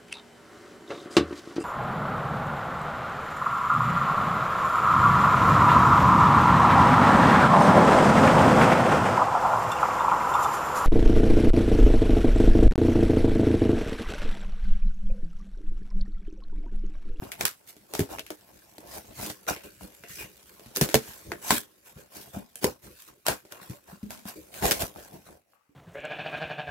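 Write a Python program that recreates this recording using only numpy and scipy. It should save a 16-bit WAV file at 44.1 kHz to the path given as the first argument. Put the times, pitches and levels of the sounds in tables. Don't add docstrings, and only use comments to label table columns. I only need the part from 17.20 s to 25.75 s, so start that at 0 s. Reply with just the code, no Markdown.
import sys
import numpy as np
from scipy import signal
from scipy.fft import rfft, irfft, next_fast_len
from scipy.io import wavfile
from scipy.ndimage import uniform_filter1d

SR = 44100
rng = np.random.default_rng(int(sys.argv[2]) if len(sys.argv) > 2 else 0)


def master_out(mix):
    frames = np.transpose(np.atleast_2d(mix))
    ceiling = np.clip(frames, -1, 1)
    pcm = np.round(ceiling * 32767).astype(np.int16)
    wavfile.write(sys.argv[1], SR, pcm)


N = 377055
FFT_LEN = next_fast_len(N)
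HZ = np.fft.rfftfreq(FFT_LEN, 1 / SR)

# freq_hz, level_db (per Hz)
ROOM_SPECTRUM = [(40, -13.5), (311, -16.5), (1010, -17), (2500, -11.5), (3300, -22), (15800, -23)]
# freq_hz, level_db (per Hz)
HISS_SPECTRUM = [(880, -22.5), (1500, -6), (2810, -8.5), (5990, -8), (8110, -7.5), (8980, -10.5),
                 (12200, -5.5), (15700, -11), (16100, -31), (16800, -49.5)]
# start_s, rise_s, slide_s, hiss_db,
# board_db (scrape, over hiss), hollow_db (rumble, over hiss)
STROKES = [(0.01, 0.015, 0.14, -50.5, 5.5, -1.5), (0.176, 0.043, 0.013, -37, -6.5, -4),
           (0.46, 0.033, 0.0066, -47.5, -16.5, -34), (0.674, 0.15, 0.0065, -44.5, -1, 4),
           (0.884, 0.025, 0.043, -44.5, 0.5, 1), (1.59, 0.032, 0.13, -61, 8.5, 7),
           (1.645, 0.13, 0.0049, -41, -8, -9), (1.81, 0.091, 0.032, -56.5, 1.5, 6),
           (1.938, 0.098, 0.074, -35.5, -8, -6), (2.273, 0.016, 0.0086, -28.5, 2.5, -12.5),
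           (2.433, 0.0072, 0.021, -47.5, 2, 5.5), (2.607, 0.0035, 0.035, -49.5, -7, 6),
           (2.87, 0.041, 0.074, -42.5, -10, -9.5), (2.939, 0.064, 0.04, -41.5, 3, -6.5),
           (3.545, 0.026, 0.0051, -30.5, -13.5, -14), (3.615, 0.0027, 0.034, -33, -6, -5.5),
           (3.808, 0.085, .22, -43.5, -9, -10.5), (4.03, 0.037, 0.2, -65.5, -1, 22.5),
           (4.201, 0.11, 0.03, -31.5, -6.5, -14.5), (4.308, 0.0041, 0.064, -25.5, -16.5, -13),
           (4.646, 0.015, 0.055, -50.5, -10, -11), (4.741, 0.046, 0.027, -52, 0, 0.5),
           (4.889, 0.088, 0.32, -44, -7, -8.5), (5.124, 0.021, 0.043, -46.5, 1, 0.5),
           (5.41, 0.036, 0.012, -31.5, 0, -0.5), (5.614, 0.032, 0.077, -51, -5.5, 2.5),
           (5.689, 0.12, 0.078, -51, -19, -49), (5.869, 0.0096, 0.0085, -51.5, -4.5, 0.5),
           (6.051, 0.036, 0.018, -30.5, 1.5, -3.5), (6.297, 0.023, 0.14, -52, 4.5, -12.5),
           (6.408, 0.0081, 0.1, -51, 0, 4.5), (6.499, 0.0056, 0.054, -50.5, -1, -1.5),
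           (6.656, 0.037, 0.056, -53.5, 4, -1), (6.89, 0.013, 0.041, -51, 2, -16),
           (7.046, 0.04, 0.0038, -38, -4.5, -22), (7.154, 0.003, 0.26, -52, -22, 3.5),
           (7.306, 0.071, 0.047, -41, -11.5, -9.5), (7.406, 0.039, 0.049, -28.5, -0.5, -0.5),
           (7.52, 0.011, 0.16, -37.5, -19, -3), (7.588, 0.019, 0.018, -30, -5, -6.5),
           (7.735, 0.053, 0.13, -49.5, -0.5, -7), (7.91, 0.021, 0.051, -54.5, 0.5, 6),
           (8.04, 0.027, 0.088, -56.5, 1.5, 4), (8.251, 0.071, 0.024, -71.5, -2.5, -5)]
# time_s, hiss_db
RESTING_HANDS = [(0.66, -63), (1.15, -59.5), (4.3, -56), (4.48, -65), (6.2, -66.5), (7.3, -61.5),
                 (8.12, -63.5), (8.25, -84)]
# time_s, pitch_hz
RUBBED_SPOT = [(.6, 940), (1.899, 702), (2.3, 1296), (3.0, 2407), (3.4, 883), (4.3, 1118), (5.399, 816),
               (6.099, 1300), (7.5, 750), (8.3, 700)]
# start_s, crack_db (peak before colouring), board_db (over crack),
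# hollow_db (over crack), tail_t60_s, spot_hz (pitch favoured by the struck spot)
KNOCKS = [(0.022, -50, 18.5, 22.5, 0.3, 295), (0.118, -19.5, -40, -41, 0.16, 2260),
          (0.2093, -11.5, -6.5, -23.5, 0.12, 1490), (0.2525, -5.5, -21, -33, 0.16, 980),
          (0.566, -42, -10, -5, 0.17, 308), (0.7367, -15.5, -14.5, -17, 0.37, 390.6),
          (0.751, -17, -9.5, -22, 0.11, 410), (0.7926, -13.5, -16, 1, 0.15, 414),
          (0.804, -23, -4.5, 6, 0.078, 108), (0.9734, -38, -17, -3, 0.41, 360),
          (0.985, -26, -3, -21, 0.07, 1950), (0.9935, -20.5, -10, -16.5, 0.097, 3000),
          (1.0647, -31.5, -38, -40, 0.18, 2450), (1.104, -22, -11, -10, 0.14, 366),
          (1.582, -32.5, -5, -8.5, 0.07, 309), (2.0995, -20, -12, -16.5, 0.1, 140),
          (2.2668, -33.5, -12, -8, 0.19, 2000), (2.306, -31.5, 11, 0, 0.12, 292),
          (2.363, -31, -13, -8, 0.35, 2370), (2.6092, -49, 9.5, -3, 0.55, 367),
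          (2.8371, -35, 0, -9, 0.3, 1940), (3.395, -37, -12, -12.5, 0.12, 430),
          (3.46, -42.5, -2, 4, 0.39, 129), (3.5611, -14, -39.5, -21, 0.031, 5800),
          (3.5697, -12.5, -29, -14.5, 0.04, 368), (3.6118, -6, -13.5, -9, 0.17, 388),
          (3.6152, -22.5, 2, 10.5, 0.072, 134), (3.689, -21.5, -10.5, -11.5, 0.74, 445),
          (3.7426, -3, -3.5, -8.5, 0.12, 513), (3.7528, -11, -2.5, -3.5, 0.16, 136.4),
          (4.118, -22.5, 4.5, -5, 0.14, 1758), (4.306, -4, -6, -12.5, 0.18, 1080),
          (4.318, -32.5, 3.5, 12.5, 0.19, 237), (4.759, -59.5, -8, 21.5, 0.27, 142),
          (5.1606, -42, -12, 14.5, 0.25, 204.2), (5.356, -26, -19, -24.5, 0.2, 9900),
          (5.443, -7, -6, -7, 0.057, 430), (6.0656, -9.5, -12, -30.5, 0.23, 961),
          (6.0834, -9, -8.5, -29.5, 0.18, 615), (6.251, -43.5, -2.5, -3, 0.91, 500),
          (6.322, -27, -25, -17, 0.067, 926), (6.4971, -36.5, -31, 9, 0.12, 130.7),
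          (6.724, -56, -10, 19, 0.2, 175), (6.8291, -43, -18, 15, 0.6, 209),
          (6.906, -25.5, -11.5, -19, 0.43, 195), (7.054, -34.5, -8, 3, 0.069, 203.6),
          (7.3405, -29.5, -36, -27, 0.075, 2460), (7.424, -24, -3.5, -14.5, 0.094, 2050),
          (7.455, -11.5, -3.5, -13.5, 0.49, 700), (7.51, -7.5, -15.5, -19, 0.12, 442),
          (7.5171, -8, -9.5, -19, 0.14, 622), (7.6208, -15.5, -12.5, -10, 0.074, 101),
          (7.76, -43.5, 5, 1, 0.083, 296), (7.931, -51.5, -13, 14.5, 0.1, 145),
          (8.089, -52, 9, 9.5, 0.14, 595), (8.334, -76.5, 22, 6, 0.8, 1144),
          (8.492, -81.5, -1, 28.5, 0.64, 294.4)]
# freq_hz, level_db, t60_s
BOARD_MODES = [(706.6, -2, 0.024), (868, 7, 0.0079), (1066, -5, 0.027), (1344, 1, 0.0082),
               (1530, 0.5, 0.0075), (1950, 1.5, 0.0074), (2463, -0.5, 0.021), (2770, -0.5, 0.024)]
# freq_hz, level_db, t60_s
HOLLOW_MODES = [(55.7, -14.5, 0.082), (76, 3.5, 0.048), (128, -2, 0.087), (179.7, 1.5, 0.056),
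                (216, -1.5, 0.098), (249, -8.5, 0.17), (304.2, 0.5, 0.12), (372.3, 0, 0.075),
                (416.3, 0.5, 0.11), (494.6, -2, 0.12), (579.3, 1.5, 0.07)]
# freq_hz, likeness (0 to 1)
LIKENESS = [(60, 0.98), (130, 0.92), (290, 0.43), (640, 0.092), (1410, 0.074), (15000, 0.13)]
# freq_hz, left_minus_right_db
MIC_BALANCE = [(150, 1), (380, 1), (950, 2.5), (2380, 1.5), (5980, 1.5), (9500, -5.5), (14000, -1.5)]

ROOM_DB = -77.5
SAG_DB_PER_S, RELEASE_DB_PER_S = 89, 328
SWELL_POWER = 1.15
REST_BOARD_DB, REST_HOLLOW_DB = -5.5, -3.5
PALM_PER_DB = .03
MAX_BEND_RATIO = 1.15
LOWCUT_HZ, EDGE_HZ = 52., 16900


def gain_of(db):
    return 10 ** (np.asarray(db) / 20)


def evened(x):
    return x / np.sqrt(np.mean(x ** 2) + 1e-20)


def read(points):
    freq_hz, value = np.transpose(points)
    return np.interp(np.log(HZ + 1), np.log(freq_hz + 1), value)


def shaped(x, gain):
    return irfft(rfft(x, FFT_LEN) * gain, FFT_LEN)[..., :N]


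def add(mix, start_s, sound):
    part = mix[:, round(start_s * SR):][:, :sound.shape[1]]
    part += sound[:, :part.shape[1]]


def paired(x):
    same = np.clip(read(LIKENESS), 0, .999)
    right = shaped(x[0], same) + shaped(x[1], np.sqrt(1 - same ** 2))
    return np.array([x[0], right])


def ringing(modes, seconds, spread_db=0., detune=0.):
    freq_hz, level_db, t60_s = np.transpose(modes)[:, :, None]
    weight, tuning, polarity = rng.standard_normal((3, len(modes), 1))
    t = np.arange(round(seconds * SR)) / SR
    decay = gain_of(level_db + spread_db * weight - 60 * t / t60_s)
    sines = np.sin(2 * np.pi * freq_hz * (1 + detune * tuning) * t)
    return (decay * sines * np.sign(polarity)).sum(0)


def ticks(per_s, size_db):
    size = gain_of(size_db * np.minimum(rng.exponential(1, N), 3))
    puffs = size * (rng.random(N) < per_s / SR)
    return signal.oaconvolve(puffs, np.exp(-np.arange(600) / SR / 0.0014))[:N]


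def slips(grain_s, uneven_db, patchy_db, octave_db=0.):
    jolts = 1 + ticks(per_s=30, size_db=2.5)
    grain = max(round(grain_s * SR), 2)
    jumps = evened(uniform_filter1d(rng.standard_normal(N), grain))
    force = jolts * gain_of(uneven_db * jumps)
    z = signal.stft(rng.standard_normal((2, N)) * force, nperseg=512)[2]

    patches = uniform_filter1d(rng.standard_normal(z.shape[1:]), size=4, axis=0)
    patches = evened(uniform_filter1d(patches, size=9, axis=1))

    spot_hz = np.interp(np.linspace(0, N / SR, z.shape[2]), *np.transpose(RUBBED_SPOT))
    bin_hz = np.linspace(0, SR / 2, z.shape[1])
    bin_hz = np.clip(bin_hz, BOARD_MODES[0][0], BOARD_MODES[-1][0])[:, None]
    z = z * gain_of(-octave_db * abs(np.log2(bin_hz / spot_hz)))
    return evened(signal.istft(z * gain_of(patchy_db * patches), nperseg=512)[1][:, :N])


def room_tone():
    noise = shaped(slips(.05, uneven_db=0., patchy_db=1.5), gain_of(read(ROOM_SPECTRUM)))
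    return gain_of(ROOM_DB) * evened(paired(noise))


def pressure():
    t = np.arange(0, N / SR + .002, .002)
    start_s, rise_s, slide_s, hiss_db, board_db, hollow_db = np.transpose(STROKES)[:, :, None]
    rise_s, slide_s = np.maximum(rise_s, .003), np.maximum(slide_s, 0)
    since_s = t - start_s
    sag_db = SAG_DB_PER_S * np.clip(since_s - rise_s, 0, slide_s)
    release_db = RELEASE_DB_PER_S * np.maximum(since_s - rise_s - slide_s, 0)
    swell = np.clip(since_s / rise_s, 0, 1) ** SWELL_POWER
    strokes = swell * gain_of(hiss_db - sag_db - release_db)
    rest = gain_of(np.interp(t, *np.transpose(RESTING_HANDS)))

    gains = []
    for stroke_db, rest_db in ((0, 0), (board_db, REST_BOARD_DB), (hollow_db, REST_HOLLOW_DB)):
        power = ((strokes * gain_of(stroke_db)) ** 2).sum(0) + (rest * gain_of(rest_db)) ** 2
        gains.append(np.interp(np.arange(N) / SR, t, np.sqrt(power)))
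    return gains


def resonated(modes, gain, grain_s, uneven_db, octave_db):
    ring = ringing(modes, .15)[None]
    ring = ring / np.sqrt((ring ** 2).sum())
    band = (HZ > modes[0][0]) & (HZ < modes[-1][0])
    band = band / np.sqrt(np.mean(band))
    drive = slips(grain_s, uneven_db, 3.5, octave_db)
    band_power = uniform_filter1d(shaped(drive[0], band) ** 2, size=20000)
    drive = gain * drive / np.sqrt(band_power)
    return signal.oaconvolve(drive, ring, axes=1)[:, :N]


def rubbing():
    direct, board, hollow = pressure()
    fibres = slips(.004, uneven_db=1.8, patchy_db=3.)
    out = direct * evened(shaped(fibres, gain_of(read(HISS_SPECTRUM))))
    out += resonated(BOARD_MODES, board, grain_s=.004, uneven_db=3.5, octave_db=8.)
    out += resonated(HOLLOW_MODES, hollow, grain_s=.012, uneven_db=3., octave_db=0.)
    return paired(out)


def struck_modes(modes, spot_hz, octave_db):
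    bend = min((spot_hz / hz for hz, _, _ in modes), key=lambda ratio: abs(np.log(ratio)))
    bend = np.clip(bend, 1 / MAX_BEND_RATIO, MAX_BEND_RATIO)
    return [(hz * bend, level_db - octave_db * abs(np.log2(hz * bend / spot_hz)), t60_s)
            for hz, level_db, t60_s in modes]


def struck_ring(modes):
    sides = [(hz, level_db + min(18. * np.log2(hz / 900), -3), t60_s)
             for hz, level_db, t60_s in modes]
    middle = ringing(modes, .12, spread_db=4., detune=.018)
    return middle + [[1], [-1]] * ringing(sides, .12, spread_db=3.)


def knocks():
    cracks, rings = np.zeros((2, 2, N))
    t = np.arange(round(.2 * SR)) / SR
    crack = t / .0007 * np.exp(1 - t / .0007)
    for start_s, crack_db, board_db, hollow_db, t60_s, spot_hz in KNOCKS:
        noise = rng.standard_normal((2, len(t)))
        tail = gain_of(-60 * t / max(t60_s, .01)) * (1 - np.exp(-t / .0015))
        crunch = gain_of(3.2 * evened(uniform_filter1d(rng.standard_normal(len(t)), size=70)))
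        rough_tail = tail * crunch

        dull = np.clip(.015 * (board_db + 29.), 0, .6)
        burst = signal.lfilter([1], [1, -dull], noise * (crack + gain_of(-9.5) * rough_tail))
        burst += 2.5 * signal.lfilter(*signal.iirpeak(spot_hz, 3, SR), burst)
        add(cracks, start_s, gain_of(crack_db) * burst / abs(burst).max())

        palm = 1 + PALM_PER_DB * max(hollow_db, 0)
        for modes, over_db, contact_s, rattle, octave_db in (
                (BOARD_MODES, board_db, .0003, .06, 12.), (HOLLOW_MODES, hollow_db, .0021, .07, 14.)):
            push = np.hanning(round(contact_s * palm * SR) + 3)
            blow = rattle * noise * rough_tail
            blow[:, :len(push)] += push / np.sqrt(push.sum())
            ring = struck_ring(struck_modes(modes, spot_hz, octave_db))
            ring = signal.fftconvolve(blow, ring, axes=1)
            add(rings, start_s, gain_of(crack_db + over_db) * ring / abs(ring.mean(0)).max())
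    return shaped(cracks, evened(gain_of(read(HISS_SPECTRUM)))) + rings


def scene():
    return room_tone() + rubbing() + knocks()


def record(dry):
    lean_db = read(MIC_BALANCE) / 2
    coloured = shaped(dry, gain_of([lean_db, -lean_db]))
    lowcut = signal.butter(4, LOWCUT_HZ, "high", fs=SR, output="sos")
    coloured = signal.sosfilt(lowcut, coloured)
    band_limit = signal.firwin(511, EDGE_HZ, window=("kaiser", 9), fs=SR)
    return signal.oaconvolve(coloured, band_limit[None], "same")


dry = scene()
out = record(dry)
master_out(out)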